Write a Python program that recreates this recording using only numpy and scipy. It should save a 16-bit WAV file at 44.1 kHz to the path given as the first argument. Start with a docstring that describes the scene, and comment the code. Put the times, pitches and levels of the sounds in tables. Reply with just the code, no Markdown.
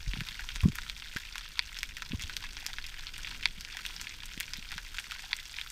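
"""Snapping shrimp crackle all around a camera in a waterproof housing that glides over a rocky reef.
Each snap is a pressure pulse that rings the housing, returns inverted from the sea surface and scatters
off the rocks. Near claws are placed one by one; random clicks, pops, ticks and a fizz make up the colony.
The grip knocks on the housing as damped sines with a few noise scuffs.
Water flowing past rumbles, and the grip rustles faintly, both as coloured noise."""
import sys
import numpy as np
from scipy import signal
from scipy.fft import rfft, irfft, next_fast_len
from scipy.io import wavfile
from scipy.ndimage import map_coordinates

SR = 44100
rng = np.random.default_rng(int(sys.argv[2]) if len(sys.argv) > 2 else 0)


def store_pcm(level_fs):
    """Save levels as 16-bit WAV."""
    pcm = np.round(np.clip(level_fs, -1, 1) * 32767).astype(np.int16)
    wavfile.write(sys.argv[1], SR, np.atleast_2d(pcm).T)


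N = 251811
SNAP_SAMPLES, SWELL_SAMPLES = 4096, 128


def amp(db):
    """Decibels to gain."""
    return 10 ** (np.asarray(db) / 20)


def unit(x):
    """Scale to rms 1."""
    return x / np.sqrt(np.mean(x ** 2) + 1e-20)


def along(points, hz):
    """Read (frequency, value) points on a log-frequency axis."""
    point_hz, value = np.transpose(points)
    return np.interp(np.log(hz + 1), np.log(point_hz + 1), value)


def curves(rows):
    """One value per sample for each column after the time."""
    time_s, *columns = np.transpose(rows)
    t = np.arange(N) / SR
    return [np.interp(t, time_s, column) for column in columns]


def wobble(knots_per_s):
    """Smooth random curve: a spline through normal random knots."""
    knots = rng.standard_normal(int(N * knots_per_s / SR) + 4)
    return map_coordinates(knots, [np.arange(N) * knots_per_s / SR])


def filtered(x, response):
    """Zero-phase filter: the spectrum of x times a gain of frequency."""
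    size = next_fast_len(N + SR // 2)
    gain = response(np.fft.rfftfreq(size, 1 / SR))
    return irfft(rfft(x, size) * gain, size)[:N]


def noise(spectrum):
    """Coloured noise of rms 1."""
    white = rng.standard_normal(N)
    return unit(filtered(white, lambda hz: amp(along(spectrum, hz))))


def add(track, time_s, sound):
    """Mix a sound into the track."""
    start = int(np.clip(round(time_s * SR), 0, N))
    track[start:start + len(sound)] += sound[:N - start]


# wall resonances and the cancellations between them: (frequency [Hz], half width [Hz], gain [dB])
WALL_MODES = [(975, 210, 2), (1188, 24, -5.5), (2220, 360, 1.5), (3010, 62, -7), (3420, 370, 1),
              (4150, 77, -3.5), (4340, 710, 4.5), (9030, 1100, 3.5), (10810, 140, -8.5)]


def ring(spectrum, focus_hz=3000, focus_db=0, peak_db=0, treble_db=0, wall=1, focus_octaves=0.58,
         peak_octaves=0.093, bending_s=0.001207):
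    """Causal answer of the housing to one pressure pulse, chirped by bending waves; energy 1."""
    hz = np.fft.rfftfreq(SNAP_SAMPLES, 1 / SR) + 1
    db = along(spectrum, hz)
    db += wall * sum(gain / (1 + ((hz - mode_hz) / width) ** 2) for mode_hz, width, gain in WALL_MODES)
    octaves = np.log2(hz / focus_hz)
    db += focus_db / (1 + (octaves / focus_octaves) ** 2)
    db += peak_db / (1 + (octaves / peak_octaves) ** 2)
    db += treble_db / (1 + (6500 / hz) ** 6)  # shelf above 6.5 kHz
    # folded cepstrum: minimum phase
    cepstrum = irfft(np.log(np.maximum(amp(db), 1e-6)))
    cepstrum[1:SNAP_SAMPLES // 2] *= 2
    cepstrum[SNAP_SAMPLES // 2 + 1:] = 0
    # bending waves are slower at low pitch: delay = bending_s * (sqrt(1000 / hz) - 0.2)
    phase_lag = 4 * np.pi * bending_s * (np.sqrt(1000 * hz) - hz / 10)
    pulse = irfft(np.exp(rfft(cepstrum) - 1j * phase_lag))
    return pulse / np.linalg.norm(pulse)


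def snap(colour, echo_db, scatter_db, crevice_db=-5, crevice_t60_s=0.0085, surface_s=0.0059,
         scatter_t60_s=0.1, swell_db=-15):
    """Short faint noise swell, then a bubble collapse: direct, off crevice and reef, inverted off surface."""
    t = np.arange(SNAP_SAMPLES) / SR
    crevice = rng.standard_normal(SNAP_SAMPLES) * amp(-60 * t / crevice_t60_s)
    reef = rng.standard_normal(SNAP_SAMPLES) * amp(-60 * t / scatter_t60_s)
    paths = amp(crevice_db) * crevice / np.linalg.norm(crevice)
    paths += amp(scatter_db) * reef / np.linalg.norm(reef)
    paths[0] = 1  # direct
    echo_s = surface_s * np.exp(0.07 * rng.standard_normal())
    paths[int(echo_s * SR)] -= amp(echo_db)
    # noise swells for 128 samples up to the snap
    swell = rng.standard_normal(SWELL_SAMPLES) * np.linspace(0, 1, SWELL_SAMPLES) ** 2
    swell *= amp(swell_db + crevice_db) / np.linalg.norm(swell)
    sound = signal.fftconvolve(colour, np.concatenate([swell, paths]))[:SNAP_SAMPLES]
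    return sound / np.linalg.norm(sound)


# loudest claws: (time of collapse [s], level [dB], focus pitch [Hz], treble shelf [dB])
NEAR_SNAPS = [(0.1344, -31.5, 3470, -33), (0.2065, -31.5, 1750, 6), (.287, -33, 4220, 8),
              (0.3937, -34, 1430, -4), (0.489, -32.5, 2900, -20), (0.5585, -33.5, 9100, -0.5),
              (0.606, -35, 3240, -10), (0.755, -35.5, 1300, 19), (0.7854, -30.5, 1370, -3),
              (0.8976, -30.5, 3330, 6), (1.0218, -37.5, 2640, -10), (1.163, -32, 1460, -2),
              (1.169, -30.5, 1680, 8), (1.3562, -33, 1130, 1), (1.3809, -33.5, 9100, 2.5),
              (1.5924, -20, 2320, -2.5), (1.767, -38, 2600, -13), (1.788, -34, 5430, 11),
              (1.831, -27, 2270, 11), (1.9682, -35, 1880, 7), (2.021, -32, 1350, 3),
              (2.1189, -34.5, 2850, -33), (2.195, -37, 2760, 6), (2.2125, -37, 5930, -1),
              (2.2225, -35.5, 3330, 17), (2.2368, -34.5, 3330, 4), (2.2961, -34, 1530, 1),
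              (2.3335, -42.5, 5800, -10), (2.367, -28.5, 4160, 12.5), (2.4395, -36, 1140, -1),
              (2.5683, -35.5, 6060, -15), (2.6643, -28.5, 5400, 13.5), (2.7319, -36, 4190, -1),
              (2.7841, -31.5, 1750, -34), (2.841, -37.5, 3130, 9), (2.865, -39.5, 5470, 16),
              (3.0686, -34.5, 4440, -27), (3.18, -38.5, 9200, 5), (3.2467, -34, 2310, -21),
              (3.2717, -34.5, 2570, -5), (3.428, -36, 2770, -8), (3.4338, -36, 2400, 1),
              (3.4563, -18, 2250, -4), (3.6087, -36.5, 4700, 12), (3.6487, -36, 9300, -9),
              (3.7697, -33, 1930, 7), (3.8519, -32, 2880, 4), (3.8635, -32.5, 2960, 14),
              (3.964, -36.5, 5000, 2), (4.0137, -34, 6600, 11), (4.07, -35, 3100, -13),
              (4.2336, -38, 2940, -1), (4.4015, -31.5, 3470, 25), (4.4067, -28.5, 1900, 13),
              (4.535, -31.5, 5000, 2), (4.7178, -35, 1420, 6), (4.78, -32, 1540, -2),
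              (4.984, -30.5, 1530, -12), (4.989, -33, 3030, 12.5), (4.998, -37, 9100, 2),
              (5.1106, -34.5, 2580, 4), (5.1194, -34, 1290, 5), (5.193, -39, 1810, -10),
              (5.3305, -22.5, 2010, -14), (5.5857, -32, 2320, -28), (5.6135, -32, 3440, 4.5)]
# housing transmission: (frequency [Hz], relative level [dB])
HOUSING = [(280, -45), (480, -24), (713, -16.5), (971, -5.5), (1120, -10), (1490, 0), (3380, 0), (4150, -6),
           (5650, -6), (9720, -24), (10800, -23), (13000, -20.5), (16000, -31)]
LEVEL_WINDOW_S = 0.004  # a snap's energy equals its level as rms over this time
TYPICAL_DB, BESIDE_DB = -34.5, -24  # typical near snap; above the second, right beside the housing
ECHO_DB, SCATTER_DB, CREVICE_DB = -8.5, -5.5, -2  # reflections of a typical near snap
ECHO_FALL = 0.38  # echo dB lost per dB of closeness; scatter and crevice lose 1


def near_shrimp():
    """Single claws: the louder and closer, the drier; those right beside the housing ring the wall more."""
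    track = np.zeros(N)
    for time_s, level_db, focus_hz, treble_db in NEAR_SNAPS:
        closeness_db = level_db - TYPICAL_DB
        beside = level_db > BESIDE_DB
        # a big bubble beside the housing drives the wall modes
        focus_db, wall = (5, 4.5) if beside else (9, 1)
        colour = ring(HOUSING, focus_hz, focus_db, peak_db=4.5, treble_db=treble_db, wall=wall)
        sound = snap(colour, echo_db=ECHO_DB - ECHO_FALL * closeness_db,
                     scatter_db=SCATTER_DB - closeness_db, crevice_db=CREVICE_DB - closeness_db)
        gain = amp(level_db) * np.sqrt(LEVEL_WINDOW_S * SR)
        add(track, time_s - SWELL_SAMPLES / SR, gain * sound)
    return track


def crackle(snaps_per_s, spread_db, cap_db, focus_hz, treble_db, crevice_db, scatter_db, flurry_db,
            patches=40):
    """Shrimp on patches of reef, one random colour per patch, snapping in loose flurries; rms 1."""
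    track = np.zeros(N)
    flurry = amp(flurry_db * wobble(45))
    clock = np.cumsum(flurry) / flurry.sum()
    snaps_per_patch = int(snaps_per_s * N / SR / patches)
    for _ in range(patches):
        pitch, treble = rng.standard_normal(2)
        colour = ring(HOUSING, focus_hz * np.exp(0.45 * pitch), focus_db=13, peak_db=3.5,
                      treble_db=treble_db + 6.4 * treble)
        sound = snap(colour, echo_db=-12, scatter_db=scatter_db, crevice_db=crevice_db, scatter_t60_s=0.044)
        for when, rarity in rng.random((snaps_per_patch, 2)):
            # exponential levels: faint far snaps outnumber loud close ones
            level_db = min(-spread_db * np.log(rarity), cap_db)
            add(track, np.searchsorted(clock, when) / SR, amp(level_db) * sound)
    return unit(track)


# common gain on the layer mix: (time [s], gain [dB])
COLONY = [(0.0, -49), (0.4, -46.5), (0.49, -48.5), (1.22, -49), (2.13, -50.5), (2.42, -47.5), (2.96, -49.5),
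          (3.36, -47.5), (3.61, -51), (3.94, -45.5), (4.2, -49.5), (4.52, -48), (5.06, -48), (5.71, -47.5)]
# far snaps: (frequency [Hz], relative level [dB])
FIZZ = [(260, -34.5), (450, -15), (664, -14), (993, -9.5), (1170, -7.5), (1490, 1), (2290, -5), (3000, 2),
        (3330, -1), (4110, -5.5), (5540, -4), (10700, -16.5), (13200, -13), (15300, -16), (16000, -44)]


def colony():
    """Rest of the reef: crisp nearby clicks, dull crevice pops, thin ticks and a flickering noise fizz."""
    gain_db, = curves(COLONY)
    clicks = crackle(snaps_per_s=15, spread_db=14, cap_db=5.5, focus_hz=3290, treble_db=4,
                     crevice_db=-2.5, scatter_db=-4, flurry_db=0.83, patches=28)
    pops = crackle(snaps_per_s=210, spread_db=7.5, cap_db=15.5, focus_hz=2610, treble_db=-1,
                   crevice_db=6, scatter_db=2, flurry_db=2.5)
    ticks = crackle(snaps_per_s=190, spread_db=4, cap_db=16, focus_hz=6100, treble_db=5,
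                    crevice_db=-17, scatter_db=-19, flurry_db=1)
    flicker_db = 1.0 * wobble(90) + 2.85 * wobble(400)
    far = rng.standard_normal(N) * amp(flicker_db)
    fizz = unit(signal.oaconvolve(far, ring(FIZZ))[:N])
    mix = amp(-5.5) * clicks + amp(-2) * pops + amp(-8) * ticks + amp(-5.5) * fizz
    return amp(gain_db) * mix


# grip bumps: (time [s], first-mode envelope peak [dB], pitch [Hz], time to the peak [cycles])
KNOCKS = [(0.063, -26.5, 40.4, 0.87), (.072, -31.5, 116, 0.73), (.138, -33, 190, 0.39),
          (.169, -33, 180, 0.51), (.185, -30.5, 126, .65), (.213, -28, 142, 0.5), (0.314, -46.5, 160, 0.44),
          (0.55, -31.5, 30.2, 0.46), (.564, -43, 180, 0.22), (.632, -15.5, 83, 0.78),
          (.653, -11.5, 175, 0.94), (.679, -21.5, 188, 0.89), (0.696, -26, 106, 0.4), (.73, -46, 280, 0.49),
          (1.161, -28.5, 129, 0.18), (2.105, -37, 154, 1.1), (2.131, -27.5, 224, 0.98),
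          (2.142, -25, 85, .5), (2.182, -38, 110, 0.45), (2.238, -31, 65, .44), (3.578, -44.5, 167, 0.71),
          (4.375, -34.5, 206, 0.42), (4.584, -40, 184, 0.59), (4.758, -45, 169, 0.93)]
# grip slips on the plastic: (time [s], level before the soft onset [dB], t60 [s])
SCUFFS = [(.632, -32, 0.037), (0.651, -41, .05), (.68, -51, .048), (2.133, -44, .067)]
# scuff noise: (frequency [Hz], relative level [dB])
SCUFF_COLOUR = [(120, -27), (400, -9), (600, -14), (820, -14), (1130, 3.5), (1500, -28), (4000, -25.5)]
UPPER_RATIO, UPPER_DB, UPPER_CYCLES = 1.88, -17, 1.6  # second mode re first: pitch, level, cycles


def knocks():
    """Bumps of the grip as two water-damped modes each; some also scuff the plastic."""
    bumps, slips = np.zeros((2, N))
    t = np.arange(SR // 4) / SR
    for time_s, peak_db, hz, cycles in KNOCKS:
        modes = [(hz, peak_db, cycles), (hz * UPPER_RATIO, peak_db + UPPER_DB, cycles * UPPER_CYCLES)]
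        for mode_hz, mode_db, mode_cycles in modes:
            rise = t * mode_hz / mode_cycles
            envelope = rise ** 2 * np.exp(2 * (1 - rise))  # peaks at 1
            add(bumps, time_s, amp(mode_db) * envelope * np.sin(2 * np.pi * mode_hz * t))
    for time_s, level_db, t60_s in SCUFFS:
        onset = 1 - np.exp(-t / 0.0035)
        add(slips, time_s, amp(level_db - 60 * t / t60_s) * onset)
    return bumps + slips * noise(SCUFF_COLOUR)


# before the trims: (time [s], flow level [dB], grip rustle level [dB])
FLOW = [(0.0, -46.5, -65), (0.37, -52.5, -64.5), (0.65, -45.5, -64), (1.02, -55, -66.5), (1.38, -55, -67.5),
        (1.64, -52.5, -67.5), (2.27, -51.5, -60.5), (2.4, -51.5, -61.5), (2.65, -54.5, -64),
        (3.02, -50.5, -66.5), (3.37, -51, -59.5), (3.75, -55.5, -65), (4.07, -57, -63.5),
        (4.61, -50, -64.5), (5.31, -57.5, -68), (5.71, -56, -69.5)]
# flow and grip noise: (frequency [Hz], relative level [dB])
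RUMBLE = [(8.8, -14), (15, 4.5), (37, -2), (46, -7.5), (65, -10.5), (130, -32.5), (160, -34), (210, -69),
          (350, -120)]
RUSTLE = [(53, -36), (90, 1.5), (130, -1.5), (201, -6), (333, -11.5), (502, -18), (800, -23.5), (1040, -51),
          (1760, -120)]
FLOW_TRIM_DB, RUSTLE_TRIM_DB = 5.5, 2


def flow():
    """Eddies press on the housing as low noise; the grip rustles faintly."""
    flow_db, rustle_db = curves(FLOW)
    rumble = amp(flow_db + FLOW_TRIM_DB) * noise(RUMBLE)
    rustle = amp(rustle_db + RUSTLE_TRIM_DB) * noise(RUSTLE)
    return rumble + rustle


def scene():
    """Everything reaches one microphone inside the housing."""
    return (near_shrimp() + colony() + knocks() + flow())[None]


def record(dry):
    """Camera band limit: very steep zero-phase low-pass, -3 dB at top_hz."""
    top_hz = 15700
    return np.array([filtered(channel, lambda hz: 1 / np.sqrt(1 + (hz / top_hz) ** 160)) for channel in dry])


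dry = scene()
out = record(dry)
store_pcm(out)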